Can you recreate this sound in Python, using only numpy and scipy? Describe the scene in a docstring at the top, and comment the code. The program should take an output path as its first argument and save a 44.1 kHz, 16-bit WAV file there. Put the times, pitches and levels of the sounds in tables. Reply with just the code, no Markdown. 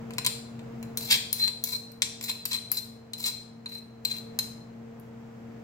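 """You hear sharp clinks, short gritty scrapes and one faint plop over a soft hum.
A steel spoon taps and scrapes the inside of a tilted stone mortar. Every touch sounds the stone wall,
the mortar's hollow, the ring of the spoon's bowl, the bright rasp of its edge and some high treble.
A small, hard kitchen echoes each sound, while a fan and a mains-powered motor hum in the background.
The whole background's loudness dips while the spoon works, then recovers."""
import sys
import numpy as np
from scipy import signal
from scipy.fft import rfft, irfft, next_fast_len
from scipy.io import wavfile
from scipy.ndimage import map_coordinates

SR = 44100
rng = np.random.default_rng(int(sys.argv[2]) if len(sys.argv) > 2 else 0)


def pcm_store(signal):
    """Save signal as 16-bit PCM."""
    levels = np.round(np.clip(np.atleast_2d(signal), -1, 1) * 32767)
    wavfile.write(sys.argv[1], SR, levels.astype(np.int16).T)


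N = 248591

# Spoon taps on stone, plus one faint, soft plop near 0.6 s:
# start_s, strength_db, brightness_db (high for the spoon's tip, low for its flat), ring_db, knock_db
TAPS_AND_PLOP = [(0.1072, -50, -1, -22, 9.5), (0.1361, -48, -3, -24, -20), (0.183, -29.5, -1.5, -1.5, 9.5),
                 (0.2478, -32, -2.5, 0, 2.5), (0.2516, -35, -8, -23, 0.5), (0.2636, -19.5, -1, -12.5, 1),
                 (0.2696, -30, -8.5, 2.5, 1.5), (0.5927, -56.5, -8.5, -10.5, 3), (0.828, -49, 9, -2, 8),
                 (0.973, -30, 9, -4, -3.5), (1.1109, -23, -11, -14.5, -7.5), (1.3287, -26, 11.5, -7, -1),
                 (1.4776, -36, -11, 5.5, 3), (1.6393, -28, 12.5, -14, -10), (1.918, -55.5, 10, -11, -4),
                 (2.0201, -23, -7.5, -6.5, -0.5), (2.0274, -30.5, -5.5, 0, 0.5),
                 (2.2114, -40.5, 3, -8.5, 2), (2.454, -33, 9.5, -7.5, 1), (2.457, -32.5, 1, -7.5, -1.5),
                 (2.531, -31.5, -8.5, 3.5, -4.5), (2.7166, -31.5, 15.5, -11, 5.5),
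                 (3.1342, -36.5, -2.5, 5, -7), (3.2403, -38, -2, 12.5, -0.5), (3.6591, -55, -2, 21.5, 11),
                 (3.7208, -55, 3.5, 6.5, 7), (4.0503, -29, 0.5, 2, -1), (4.1123, -38.5, -2, 6, 0.5),
                 (4.3892, -25, 4, 0.5, 0), (4.998, -73.5, 24, -11.5, 0)]
# The spoon slides along the wall: land_s, press_s, lift_s, hiss_db, grind_db, hollow_db, ring_db, edge_db
# (the last three are added to grind_db)
SPOON_STROKES = [(0.975, 1.087, 1.169, -41, -30, 6.5, -2, 3),
                 (1.336, 1.381, 1.488, -41.5, -41.5, -2, 13, -19.5),
                 (1.643, 1.718, 1.765, -42.5, -47.5, -13, 15, -6),
                 (2.226, 2.274, 2.317, -41.5, -32, -7, 4, -1.5), (2.472, 2.505, 2.57, -48, -36, -9, 6, -2),
                 (2.717, 2.765, 2.7905, -41.5, -46.5, -9, 16.5, 12.5),
                 (3.179, 3.234, 3.307, -44.5, -37.5, -7, 5.5, 3.5),
                 (3.685, 3.7, 3.79, -57, -55.5, -16.5, 10, -7),
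                 (4.048, 4.065, 4.2, -52, -48.5, -3, 5.5, -6)]
# Five groups of resonances, the pitches at which things like to ring: pitch_hz, width_hz, level_db
STONE_WALL = [(1012, 102, 10.5), (1605, 990, 4), (2595, 446, 12)]
MORTAR_HOLLOW = [(2410, 250, -7), (3150, 95, 2.5), (3563, 340, 2), (4620, 200, 6), (4690, 260, 0.5),
                 (7660, 400, -17), (12750, 850, -34)]
SPOON_RING = [(3904, 88, -13), (4058, 64, -4.5), (4150, 25.6, 0.5), (9700, 250, -25)]
SPOON_EDGE = [(4660, 1240, 2.5), (6430, 890, 0.5), (7330, 460, 6), (8810, 280, 3), (9450, 93, 1),
              (9900, 1300, -28.5)]
HIGH_TREBLE = [(10210, 1500, -3), (12880, 640, 10.5), (13880, 1920, 7), (15600, 1000, -11)]
# How a light touch feeds each group, added to hiss_db: stone_db, hollow_db, ring_db, edge_db, treble_db
HISS_COLOUR = [-11, -27, -5, -2.5, -0.5]
# How long the kitchen's echo takes to fade by 60 dB: pitch_hz, fade_s
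ROOM_FADE = [(300, 0.42), (2000, 0.51), (5500, 0.54), (14500, 0.32)]
# The spoon's level in the right ear compared with the left: pitch_hz, level_db
RIGHT_EAR_LEVEL = [(1000, -2.5), (2300, -2), (3300, -3), (4100, -3), (4700, -2.5), (7300, -6.5), (8700, 0),
                   (12500, -4), (14000, -5.5), (15500, -27.5)]
# The fan's blade tone and its two overtones: level_db, lean_left_db, left_lead_radians
BLADE_TONES = [(3.5, 1.5, 0.13), (-3, -1.4, 0.81), (-20, 5, .3)]
# The balance of low and high in the rushing air: pitch_hz, level_db
AIR_COLOUR = [(20, -13), (45, -9), (90, -0.5), (170, 3), (290, -3), (420, -5.5), (700, -6.5), (1100, -11.5),
              (2200, -18), (3500, -27), (7500, -31.5), (9000, -42.5), (15500, -36.5)]
# How alike the air sounds in both ears: pitch_hz, likeness (1 means the same)
AIR_LIKENESS = [(30, 0.75), (130, 0.95), (280, 1), (640, 0.51), (1400, 0.03), (8000, .05)]
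# The shape of the dip in the whole background's loudness: time_s, level_db
BACKGROUND_DIP = [(0.0, -41.5), (0.48, -44.5), (0.69, -42), (0.94, -43), (1.0, -43.5), (1.38, -48),
                  (1.71, -48.5), (3.88, -50.5), (4.36, -44.5), (4.68, -47), (5.06, -46.5), (5.64, -45)]

PRESS_SAG_DB = 15.5  # a press starts and ends this far below its peak
FIRM_DB, DULLING = -44.5, 0.17  # a grind firmer than this loses treble, in dB per dB
TOP_HZ = 15900


def spoon():
    """Taps and scrapes shake the same stone and steel, which ring at their own pitches."""
    force = taps(stone_db=1.5, hollow_db=15.5, ring_db=26.5, edge_db=25.0, treble_db=20.0, blow=0.084,
                 chatter_fade_s=0.0047, stone_growth=0.62, stone_loss=0.2, hollow_loss=0.97)
    force += scrapes(stone_db=-5, hollow_db=2, ring_db=4.5, edge_db=1.5, treble_db=-0.5,
                     judder_db=4.0, ramp_s=0.004)
    groups = (STONE_WALL, MORTAR_HOLLOW, SPOON_RING, SPOON_EDGE, HIGH_TREBLE)
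    return sum(resonate(push, group) for push, group in zip(force, groups))


def taps(stone_db, hollow_db, ring_db, edge_db, treble_db,
         blow, chatter_fade_s, stone_growth, stone_loss, hollow_loss):
    """A tap is one hard blow, then steel chatters briefly on stone. The plop is made the same way."""
    force, t = np.zeros((5, N)), np.arange(SR // 10) / SR
    contact = t == 0
    for start_s, strength_db, bright_db, sing_db, knock_db in TAPS_AND_PLOP:
        chatter = unit_energy(rng.standard_normal((5, len(t))) * amp(-60 * t / chatter_fade_s))
        burst = unit_energy(blow * contact + chatter)
        burst[:3] = contact  # stone, hollow and ring feel the hit as a single blow
        # soft hits are mostly knock; the tip trades knock and hollow for treble
        groups_db = [stone_db + knock_db + stone_growth * strength_db - stone_loss * bright_db,
                     hollow_db + strength_db - hollow_loss * bright_db,
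                     ring_db + strength_db + sing_db,
                     edge_db + strength_db,
                     treble_db + strength_db + bright_db]
        add(force, start_s, burst * amp(groups_db)[:, None])
    return force


def scrapes(stone_db, hollow_db, ring_db, edge_db, treble_db, judder_db, ramp_s):
    """Each stroke rubs the five groups: a light touch hisses, then a press swells into a grind."""
    t, level = np.arange(N) / SR, np.zeros((5, N))
    for land_s, press_s, lift_s, hiss_db, grind_db, deep_db, sing_db, rasp_db in SPOON_STROKES:
        from_peak = (2 * t - press_s - lift_s) / (lift_s - press_s)  # -1 to 1 during the press
        touching = np.clip((t - land_s) / ramp_s + 1, 0, 1) * np.clip((lift_s - t) / ramp_s + 1, 0, 1)
        hiss = touching * amp(hiss_db)
        grind = touching * amp(grind_db - PRESS_SAG_DB * from_peak ** 2)
        colour_db = [0, deep_db, sing_db, rasp_db, rasp_db - DULLING * (grind_db - FIRM_DB)]
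        level += np.hypot(np.outer(amp(HISS_COLOUR), hiss), np.outer(amp(colour_db), grind))
    friction = grit(slips_per_s=2400, spread_db=3, rubbing=0.3)
    judder = unit(amp(judder_db * wobble(200)))  # the spoon shudders as it slides
    return friction * judder * level * amp([stone_db, hollow_db, ring_db, edge_db, treble_db])[:, None]


def grit(slips_per_s, spread_db, rubbing):
    """The spoon slips over stone grains of uneven size, on top of smooth rubbing."""
    slips = (rng.random(N) < slips_per_s / SR) * rng.choice([-1, 1], N)
    sizes = amp(spread_db * rng.standard_normal(N))
    return unit(unit(slips * sizes) + rubbing * rng.standard_normal(N))


def resonate(force, resonances):
    """Stone or steel rings when pushed near its own pitches; plain noise keeps its overall power."""
    def response(hz):
        total = sum((-1) ** k * amp(db) * 1j * hz * width / (pitch ** 2 - hz ** 2 + 1j * hz * width)
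                    for k, (pitch, width, db) in enumerate(resonances))
        return total / np.sqrt(np.mean(np.abs(total) ** 2))
    return filtered(force, response)


def kitchen(sound, counter_db, counter_fade_s, room_db, left_lead_s):
    """Sound arrives from the left, bounces quickly off counter and wall, then fades in the room."""
    direct = filtered(sound, lambda hz: np.exp(1j * np.pi * hz * left_lead_s * np.array([[1], [-1]])))
    heard, t = direct.copy(), np.arange(SR // 2) / SR
    step = SR // 3
    for start in range(0, N, step):  # the mortar moves, so the echo pattern keeps changing
        hz, when, noise = signal.stft(rng.standard_normal((2, len(t))), SR, nperseg=256)
        fading = noise * amp(-60 * when / along(ROOM_FADE, hz)[:, None])
        tail = signal.istft(fading, SR, nperseg=256)[1][:, :len(t)]
        tail = unit_energy(tail * np.clip(t / 0.012, 0, 1))  # builds up over 12 ms
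        near_fade = amp(-60 * t / counter_fade_s) * (t > 0.001)
        near = unit_energy(rng.standard_normal((2, len(t))) * near_fade)
        echoes = amp(room_db) * tail + amp(counter_db) * near
        add(heard, start / SR, signal.fftconvolve(sound[None, start:start + step], echoes, axes=1))
    return filtered(heard, lambda hz: amp([0 * hz, along(RIGHT_EAR_LEVEL, hz)]))


def fan(blade_hz, tone_db, air_db, air_follows):
    """Spinning blades make a tone with two overtones, over a soft rush of air."""
    dip_db = background_dip()
    cycles = np.cumsum(blade_hz + 0.618 * wobble(1.955)) / SR  # the speed drifts a little
    ears = np.array([[1], [-1]])  # standing waves give each tone its own level and timing in each ear
    blades = np.zeros((2, N))
    for k, (level_db, lean_db, lead) in enumerate(BLADE_TONES, 1):
        gain = amp(tone_db + dip_db + level_db + ears * lean_db + 1.64 * wobble(8.6))
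        blades += gain * np.sin(2 * np.pi * k * cycles + ears * lead)

    def air_shape(hz):
        spread = np.arccos(np.clip(along(AIR_LIKENESS, hz), -1, 1)) / 2
        return amp(along(AIR_COLOUR, hz)) * [np.cos(spread), np.sin(spread)]
    shared, side = filtered(rng.standard_normal((2, N)), air_shape)
    air = unit(np.array([shared + side, shared - side]))
    return blades + amp(air_db + air_follows * dip_db + 0.17 * ears) * air


def motor(mains_db, shaft_db, mains_follows, shaft_follows):
    """Mains hum throbs against a slightly higher shaft tone, clearest when the background is loud."""
    dip_db = background_dip()
    mains = amp(mains_db + mains_follows * dip_db) * tone(hz=119.9, waver_hz=0.19)
    shaft = amp(shaft_db + shaft_follows * dip_db) * tone(hz=130.3, waver_hz=0.31)
    return (mains + shaft) * amp([[1], [-1]])  # a little louder on the left


def background_dip():
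    """The whole background's loudness dips while the spoon works, then recovers (dB from average)."""
    time_s, level_db = np.transpose(BACKGROUND_DIP)
    dip_db = np.interp(np.arange(N) / SR, time_s, level_db)
    return dip_db - dip_db.mean()


def tone(hz, waver_hz):
    """A pure tone with an average power of 1, whose pitch wavers a little."""
    cycles = np.cumsum(hz + waver_hz * wobble(4.8)) / SR
    return np.sqrt(2) * np.sin(2 * np.pi * (cycles + rng.random()))


def wobble(points_per_s):
    """A smooth curve through random points."""
    points = rng.standard_normal(int(N * points_per_s / SR) + 4)
    return map_coordinates(points, [np.arange(N) * points_per_s / SR])


def amp(db):
    """Turn decibels into a number to multiply by."""
    return 10 ** (np.asarray(db) / 20)


def unit(x):
    """Scale to an average power of 1."""
    return x / np.sqrt(np.mean(x ** 2) + 1e-20)


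def unit_energy(x):
    """Scale each row to a total energy of 1."""
    return x / np.linalg.norm(x, axis=-1, keepdims=True)


def along(table, hz):
    """Look up a value by pitch, sliding between rows on a log scale."""
    pitches, values = np.transpose(table)
    return np.interp(np.log(hz + 1), np.log(pitches + 1), values)


def filtered(sound, response):
    """Change the level and timing of each pitch by response(hz)."""
    size = next_fast_len(N + SR // 2)
    return irfft(rfft(sound, size) * response(np.fft.rfftfreq(size, 1 / SR)), size)[..., :N]


def add(track, start_s, sound):
    """Mix a short sound into a track."""
    part = track[..., max(round(start_s * SR), 0):][..., :sound.shape[-1]]
    part += sound[..., :part.shape[-1]]


def scene():
    """Spoon and mortar in the humming kitchen."""
    return (kitchen(spoon(), counter_db=-2.5, counter_fade_s=0.041, room_db=-6.5, left_lead_s=0.00017)
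            + fan(blade_hz=229.7, tone_db=-49.5, air_db=-52.0, air_follows=0.93)
            + motor(mains_db=-53.5, shaft_db=-63.5, mains_follows=0.8, shaft_follows=2.97))


def record(dry):
    """Cut away the very highest pitches."""
    return filtered(dry, lambda hz: hz < TOP_HZ)


dry = scene()
out = record(dry)
pcm_store(out)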